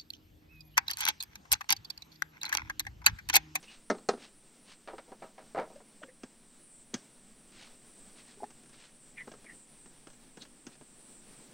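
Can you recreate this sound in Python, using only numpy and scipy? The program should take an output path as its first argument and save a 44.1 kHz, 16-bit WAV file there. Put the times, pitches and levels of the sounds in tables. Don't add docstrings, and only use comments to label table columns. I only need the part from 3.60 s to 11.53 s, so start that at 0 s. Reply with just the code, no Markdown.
import sys
import numpy as np
from scipy import signal
from scipy.fft import rfft, irfft, next_fast_len
from scipy.io import wavfile

SR = 44100
rng = np.random.default_rng(int(sys.argv[2]) if len(sys.argv) > 2 else 0)


def unload_wav(signal):
    wavfile.write(
        sys.argv[1],
        SR,
        np.round(np.clip(np.atleast_2d(signal).T, -1, 1) * 32767).astype(np.int16),
    )


N = 349713
BLOW_T = np.arange(SR // 4) / SR


def from_db(db):
    return 10 ** (np.asarray(db) / 20)


def rms_one(x):
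    return x / np.sqrt(np.mean(np.abs(x) ** 2) + 1e-20)


def in_time(rows):
    s, *columns = np.transpose(rows)
    return [np.interp(np.arange(N) / SR, s, c) for c in columns]


def add(out, s, sound):
    at = min(max(round(s * SR), 0), N)
    out[at:at + len(sound)] += sound[:N - at]


def noise(spectrum, size, tilt=0):
    octave = np.log2(np.maximum(np.arange(size // 2 + 1) * SR / size, 1))
    hz, db = np.transpose(spectrum)
    spectrum_db = np.interp(octave, np.log2(hz), db)
    tilt_db = tilt * np.clip(octave, 8, 13)
    return rms_one(irfft(rfft(rng.standard_normal(size)) * from_db(spectrum_db + tilt_db), size))


def drift(rate_hz, size=N):
    padded = next_fast_len(size)
    hz = np.arange(padded // 2 + 1) * SR / padded
    slow = rfft(rng.standard_normal(padded)) / (1 + (hz / rate_hz) ** 4)
    return rms_one(irfft(slow, padded)[:size])


def ring(hz, db, t60, rise_cycles):
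    hz, db, t60 = (np.asarray(v)[:, None] for v in (hz, db, t60))
    cycles = hz * BLOW_T
    signs = (-1) ** np.arange(len(hz))[:, None]
    decay = from_db(db - 60 * BLOW_T / t60)
    build_up = 1 - np.exp(-cycles / rise_cycles)
    return np.sum(signs * decay * build_up * np.sin(2 * np.pi * cycles), axis=0)


def wash(spectrum, tilt, t60, treble_loss):
    rest, out = noise(spectrum, size=len(BLOW_T), tilt=tilt), 0
    for hz in 250 * 2 ** np.arange(7):
        top_hz = min(hz * np.sqrt(2), .45 * SR)
        low_pass = signal.butter(2, top_hz, fs=SR, output="sos")
        band = signal.sosfiltfilt(low_pass, rest, padtype="even")
        rest = rest - band
        band_t60 = t60 * (hz / 1000) ** -treble_loss
        out = out + band * from_db(-60 * BLOW_T / band_t60)
    return out


def rasp(centre_hz, width_hz):
    turn, size = 2 * np.pi * np.cumsum(centre_hz) / SR, len(centre_hz)
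    return rms_one(drift(width_hz, size=size) * np.cos(turn) + drift(width_hz, size=size) * np.sin(turn))


def raps():
    # (time [s], strength [dB], place on the rim [0-1],
    # brightness [dB per octave], rebounds [count])
    knocks = [(0.3003, -2.5, 0, -0.5, 1), (0.3106, -6.5, 0.1, -1.5, 0), (0.383, -31.5, 1, 2, 0),
              (.4878, 0, 0.93, 1, 2), (4.838, -30.5, 0.54, 1.5, 0), (5.677, -24, 1, -2, 0),
              (5.738, -27.5, 0.55, -0.5, 0)]
    first_gap_s, gap_shrink = .047, .86
    first_db, loss_db = -17, 9
    for s, db, place, bright, rebounds in knocks:
        yield s, db, place, bright
        for k in range(round(rebounds)):
            s = s + first_gap_s * gap_shrink ** k
            yield s, db + first_db - loss_db * k, .6, -3


def bucket(crack_db=-26, tail_db=-43, linger_db=-25, linger=2.9):
    # (frequency [Hz], level struck at place 0 [dB], level struck at place 1 [dB], t60 [s])
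    bucket_modes = [(228, -20.5, -28.5, 0.075), (286, -26.5, -38, 0.064), (407.3, -23, -17, 0.068),
                    (488, -26, -14, 0.039), (615, -15, -41, 0.047), (700, -29, -26, 0.054),
                    (786, -28, -25.5, 0.045), (920, -31, -38, 0.082), (1073, -51, -31.5, 0.077),
                    (1285, -20, -27.5, 0.038), (1400, -25, -48, 0.054), (1606, -29.5, -39, 0.063),
                    (1690, -28.5, -59, 0.051), (1812, -27, -43, .055), (1930, -48, -40, 0.064),
                    (2065, -31, -45, 0.063), (2240, -39, -47, .05), (2453, -52, -42, 0.073),
                    (2750, -53, -42, 0.061), (4260, -44, -27.5, 0.021), (5440, -29, -41, 0.023),
                    (6062, -35, -71, 0.051)]
    # (frequency [Hz], density [dB per Hz])
    bucket_wash = [(110, -23), (200, 0), (500, -1.5), (800, -1.5), (1030, -9), (1280, -2.5), (2100, -16),
                   (2450, -21.5), (3500, -15), (4300, -13.5), (6300, -15.5), (8500, -20.5), (11000, -44),
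                   (16000, -48)]
    out = np.zeros(N)
    hz, near_db, far_db, t60 = np.transpose(bucket_modes)
    for s, db, place, bright in raps():
        mode_db = near_db + place * (far_db - near_db) + bright * np.log2(hz / hz[2])
        wall = ring(hz, mode_db, t60, rise_cycles=1.5)
        lingering = ring(hz, mode_db + linger_db, t60 * linger, rise_cycles=5.8)
        crack = from_db(crack_db) * wash(bucket_wash, bright, t60=0.089, treble_loss=.25)
        hollow = from_db(tail_db) * wash(bucket_wash, bright - 1.5, t60=0.34, treble_loss=0.16)
        add(out, s, from_db(db) * (wall + lingering + crack + hollow))
    return out


def snaps():
    # (time [s], peak level [dB], brightness [dB per octave],
    # build-up [s], time to fade by 20 dB [s])
    presses = [(1.275, -32.7, 1, 0, .065), (1.332, -32.5, -8, 0, .015), (1.382, -33, 1.5, 0, .012),
               (1.479, -47, -7, 0, .07), (1.519, -33, -5, 0, .014), (1.621, -35.5, -1.5, 0, .06),
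               (1.78, -42, 2, 0, .06), (1.948, -22.3, -3, .04, .058), (2.1, -45, -9, 0, .08),
               (2.158, -51, 9, 0, .006), (2.203, -45.5, -2, 0, .014)]
    gap_s, gap_spread = .0105, .15
    scatter_db, first_snap_db = .8, -9.5
    for s, db, bright, build, fade in presses:
        chance = rng.standard_normal((16, 2))
        gaps = gap_s * np.exp(gap_spread * chance[:, 0])
        times = np.cumsum(gaps) - gaps[0]
        for t, scatter in zip(times, chance[:, 1]):
            shape_db = first_snap_db * (1 - t / build) if t < build else -20 * (t - build) / fade
            if shape_db > -30:
                yield s + t, db + shape_db + scatter_db * scatter, bright


def packet(skin_db=-9, modes_db=-6):
    # (frequency [Hz], density [dB per Hz])
    foil_skin = [(100, -21), (220, -10.5), (450, -2), (650, -0.5), (950, -5), (1100, -6.5), (1330, -4.5),
                 (1500, -7.5), (2100, -10.5), (3000, -19.5), (5000, -25.5), (8000, -40), (12000, -54)]
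    # (frequency [Hz], level [dB], t60 [s])
    packet_modes = [(447, -9.5, 0.11), (529.4, -11.5, 0.11), (638, -6, .07), (765, -6, .07),
                    (941, -11, 0.077), (997, -11, 0.039), (1272, -15.5, 0.052), (1783, -30, 0.067)]
    out = np.zeros(N)
    hz, mode_db, t60 = np.transpose(packet_modes)
    skin_t60 = np.log(1000) * .013
    for s, db, bright in snaps():
        skin = wash(foil_skin, bright, t60=skin_t60, treble_loss=0.081)
        snap_hz = hz * (1 + 0.013 * rng.standard_normal(len(hz)))
        snap_db = mode_db + rng.normal(0, 5.2, len(hz))
        drum = ring(snap_hz, snap_db, t60, rise_cycles=0.86)
        add(out, s, from_db(db) * (from_db(skin_db) * skin + from_db(modes_db) * drum))
    return out


def ticks():
    # (start [s], end [s], level [dB])
    fiddling = [(4.882, 4.915, -55.5), (5.02, 5.11, -58), (6.475, 6.56, -56), (6.82, 6.86, -54),
                (7.08, 7.17, -59)]
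    gap_s, scatter_db = .028, 1.5
    for start, end, db in fiddling:
        chance = rng.standard_normal((12, 2))
        times = start + gap_s * (np.cumsum(np.exp(.3 * chance[:, 0])) - .5)
        for s, scatter in zip(times[times < end], chance[:, 1]):
            yield s, db + scatter_db * scatter, -9, 1.5


def bottle(modes_db=-2, body_db=1, tail_db=-21):
    # (time [s], level [dB], body thump [dB], brightness [dB per octave])
    clicks = [(0.028, -52, -14, 3), (2.433, -47, -24, -3), (2.634, -44, 7, 0.5), (3.3356, -42.5, 2, -9),
              (3.3409, -30, 3.5, 3.3), (5.674, -45.5, -1, -4), (5.716, -45, -17, -1.5),
              (5.844, -52, -10, -0.5), (6.259, -53, 4.5, -0.5), (6.471, -47.5, -4, -1), (6.772, -47, 0, 0),
              (6.82, -48.5, -3, 4.5), (7.067, -44.5, 6, 2.5), (7.212, -50.5, -10, -4)]
    # (frequency [Hz], level [dB], t60 [s])
    neck_modes = [(1630, -10.5, 0.094), (2490, -12.5, 0.036), (2850, -14.5, 0.067), (3350, -12, .045),
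                  (4420, -20, .04), (5385, -13, .035), (6140, -15, .06), (6450, -11, 0.046)]
    body_modes = [(122, -11, 0.075), (183, -8, 0.061), (244, -0.5, 0.055), (355, -5, 0.04),
                  (488, -11.5, 0.034)]
    # (frequency [Hz], density [dB per Hz])
    bottle_wash = [(80, -35), (200, 11), (600, 8), (1050, 2.5), (1650, 2.5), (2200, -1.5), (3100, -1.5),
                   (4200, -7.5), (5800, -1.5), (8000, -11), (11000, -29), (16000, -19)]
    out = np.zeros(N)
    hz, mode_db, t60 = np.transpose(neck_modes)
    for s, db, thump_db, bright in [*clicks, *ticks()]:
        neck_db = modes_db + mode_db + bright * np.log2(hz / hz[0]) + rng.normal(0, 0.67, len(hz))
        neck = ring(hz, neck_db, t60, rise_cycles=1.0)
        body = from_db(body_db + thump_db) * ring(*np.transpose(body_modes), rise_cycles=0.67)
        snap = wash(bottle_wash, bright, t60=.07, treble_loss=0.21)
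        tail = from_db(tail_db) * wash(bottle_wash, bright, t60=0.33, treble_loss=0.067)
        add(out, s, from_db(db) * (neck + body + snap + tail))
    return out


def tones_and_bubbles(climb_per_s=0.72, rise_s=0.00086):
    # (time [s], starting pitch [Hz], height [dB], t60 [s])
    short_tones = [(2.157, 560, -46, .13), (2.418, 610, -41.5, 0.05), (2.44, 526, -50, .15),
                   (2.484, 505, -48.5, 0.13), (4.772, 405, -50, 0.12), (4.803, 830, -42.5, 0.074),
                   (4.822, 401, -40, 0.13), (4.823, 640, -40, 0.045), (4.8325, 744, -24.5, 0.024),
                   (4.835, 250, -40, 0.046), (4.8385, 825, -27, 0.028), (4.841, 1770, -49, 0.034)]
    out = np.zeros(N)
    for s, hz, db, t60 in short_tones:
        swell = (1 - np.exp(-BLOW_T / rise_s)) * from_db(db - 60 * BLOW_T / t60)
        cycles = hz * BLOW_T * (1 + climb_per_s * BLOW_T / 2)
        add(out, s, swell * np.sin(2 * np.pi * cycles))
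    return out


def squeaks(scrape_db=-13):
    # (time of the middle [s], pitch [Hz], level [dB], half length [s], width [Hz])
    squeak_rows = [(0.1, 2784, -53.5, 0.014, 260), (2.435, 1500, -43.5, 0.0024, 493),
                   (2.436, 2830, -53, 0.0041, 600), (2.494, 1946, -60, 0.0064, 297),
                   (5.584, 2230, -43, 0.0059, 262), (5.607, 1973, -44, 0.011, 220),
                   (5.87, 2180, -53, 0.0061, 260), (5.903, 1937, -48.5, 0.0094, 171),
                   (6.824, 3980, -50, 0.0076, 650)]
    out, t = np.zeros(N), BLOW_T - np.mean(BLOW_T)
    for s, hz, db, half, width in squeak_rows:
        centre = np.full(len(t), hz)
        slips = rasp(centre, width) + from_db(scrape_db) * rasp(centre, width_hz=1450)
        squeak = from_db(db) * slips * np.exp(1 - np.sqrt(1 + (t / half) ** 2))
        add(out, s + t[0], squeak[s + t >= 0])
    return out


def sleeves(grain_db=2.0):
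    # (time of the middle [s], level [dB], half length [s])
    swishes = [(0.045, -57.5, 0.011), (0.129, -56.5, 0.034), (0.636, -52.5, 0.028), (1.111, -55, 0.027),
               (4.013, -55.5, 0.054), (4.59, -57.5, 0.021), (4.705, -60, 0.034), (5.143, -58, 0.01),
               (5.231, -57.5, 0.041), (7.138, -64, 0.022)]
    # (frequency [Hz], density [dB per Hz])
    cloth = [(300, -5), (1000, -4.5), (1700, -2), (2600, 0), (4200, -1.5), (6500, -8.5), (9000, -23),
             (14000, -37)]
    t = np.arange(N) / SR
    swell = sum(from_db(db) * np.exp(-((t - s) / half) ** 2 / 2) for s, db, half in swishes)
    grain = from_db(grain_db * drift(106))
    return swell * rms_one(noise(cloth, size=N) * grain)


def pulses():
    # (time [s], level [dB])
    effort = [(0, -70), (.24, -65), (1.0, -66.5), (1.25, -74), (2.0, -75), (2.26, -66), (2.75, -69.5),
              (3.0, -61.5), (3.25, -67.5), (3.75, -66), (4.0, -73), (4.27, -65), (5.55, -66), (6.1, -64.5),
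              (7.1, -74), (7.39, -63), (7.93, -66)]
    # (time near the pulse [s], extra level [dB])
    surges = [(3.0, 6.5), (4.27, 4.5), (5.31, 4), (5.83, 6), (6.09, 4.5), (7.39, 4), (7.65, 4)]
    beat = -.004 + .2513 * np.arange(18)
    slower_beat = 4.527 + .2603 * np.arange(14)
    starts = np.concatenate([beat, slower_beat])
    effort_db = np.interp(starts, *np.transpose(effort))
    held_db = -74 + .2 * (effort_db - effort_db.mean()) + .4 * starts
    for s, extra_db in surges:
        held_db[np.argmin(np.abs(starts - s))] += extra_db
    return zip(starts, effort_db, held_db)


def insect(clicks_hz=240, song_width_hz=1000, hiss_db=-4, jitter=.002, sag_per_s=.7):
    # (time from its start [s], centre [Hz], relative level [dB])
    pulse_shape = [(-.07, 8700, -16), (-.015, 9150, -3), (.03, 9240, 2), (.075, 8900, 1.5),
                   (.125, 8370, 7.5), (.18, 8250, 5.5), (.215, 8100, 5.5), (.26, 8000, -30)]
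    out = np.zeros(N)
    knots, knot_hz, knot_db = np.transpose(pulse_shape)
    t = np.arange(knots[0], knots[-1], 1 / SR)
    hz, shape_db = np.interp(t, knots, knot_hz), np.interp(t, knots, knot_db)
    held = np.interp(t, knots[[2, 4]], [0, 1])
    for s, db, held_db in pulses():
        rate = clicks_hz * (1 + .06 * rng.standard_normal()) * (1 - sag_per_s * t)
        turn = 2 * np.pi * np.cumsum(rate * (1 + jitter * drift(60, size=len(t)))) / SR
        orders = round(np.mean(hz / rate)) + np.arange(-6, 7)[:, None]
        resonance = np.exp(-((orders * rate - hz) / song_width_hz) ** 2)
        strengths = resonance * rng.uniform(.5, 1, orders.shape)
        phases = rng.uniform(0, 2 * np.pi, orders.shape)
        lines = np.sum(strengths * np.sin(orders * turn + phases), axis=0)
        hiss = from_db(hiss_db) * rasp(hz, width_hz=910)
        level_db = shape_db + db + (held_db - db) * held
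        song = rms_one(rms_one(lines) + hiss) * from_db(level_db)
        add(out, s + t[0], song[s + t >= 0])
    return out


def chorus():
    # (frequency [Hz], density [dB per Hz])
    chorus_spectrum = [(6500, -29.5), (7200, -10), (7800, -1.5), (8400, 0), (9000, -1.5), (9600, -14.5),
                       (10500, -30), (12000, -44)]
    # (time [s], level [dB])
    chorus_level = [(0, -71), (2, -74), (3, -68), (3.7, -68.5), (4.5, -62.5), (5.3, -67.5), (6.1, -66.5),
                    (6.7, -68.5), (7.5, -61.5), (7.93, -70)]
    db, = in_time(chorus_level)
    high_pass = signal.butter(2, 5000, "high", fs=SR, output="sos")
    far = signal.sosfilt(high_pass, noise(chorus_spectrum, size=N))
    return from_db(db) * rms_one(far)


def air(level_db=1, waver_db=1.0):
    # (frequency [Hz], density [dB per Hz])
    air_and_drift = [(20, 9.5), (36, -37.5), (52, -5.5), (78, -18), (115, -8.5), (165, -5), (220, 2.5),
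                     (300, -4), (600, -11), (1200, -16), (2500, -17), (5200, -19.5), (5800, -17),
                     (6700, -24), (8500, -13.5), (11300, -34), (15500, -27.5)]
    # (time [s], level [dB])
    murmur_level = [(0, -60), (.2, -63), (1.4, -60.5), (2.7, -62.5), (4.6, -58.5), (5.1, -62), (5.8, -59.7),
                    (7.2, -60.8), (7.93, -56.5)]
    hum_level = [(0, -83), (2.8, -84), (3.6, -77), (4.8, -79), (5.6, -68), (6.2, -76), (7.93, -76)]
    db, = in_time(murmur_level)
    hum_db, = in_time(hum_level)
    murmur = from_db(level_db + db + waver_db * drift(9.1)) * noise(air_and_drift, size=N)
    hum = from_db(hum_db) * rasp(np.full(N, 139), width_hz=12)
    return murmur + hum


def scene(small_hz=105, dull_hz=9000):
    contacts = bucket() + packet() + bottle()
    edges_hz = [small_hz, min(dull_hz, .45 * SR)]
    contacts = signal.sosfilt(signal.butter(2, edges_hz, "band", fs=SR, output="sos"), contacts)
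    mono = contacts + tones_and_bubbles() + squeaks() + sleeves() + insect() + chorus() + air()
    return np.stack([mono, mono])


def record(dry):
    return signal.sosfilt(signal.ellip(10, .2, 70, 15800, fs=SR, output="sos"), dry)


dry = scene()
out = record(dry)
unload_wav(out)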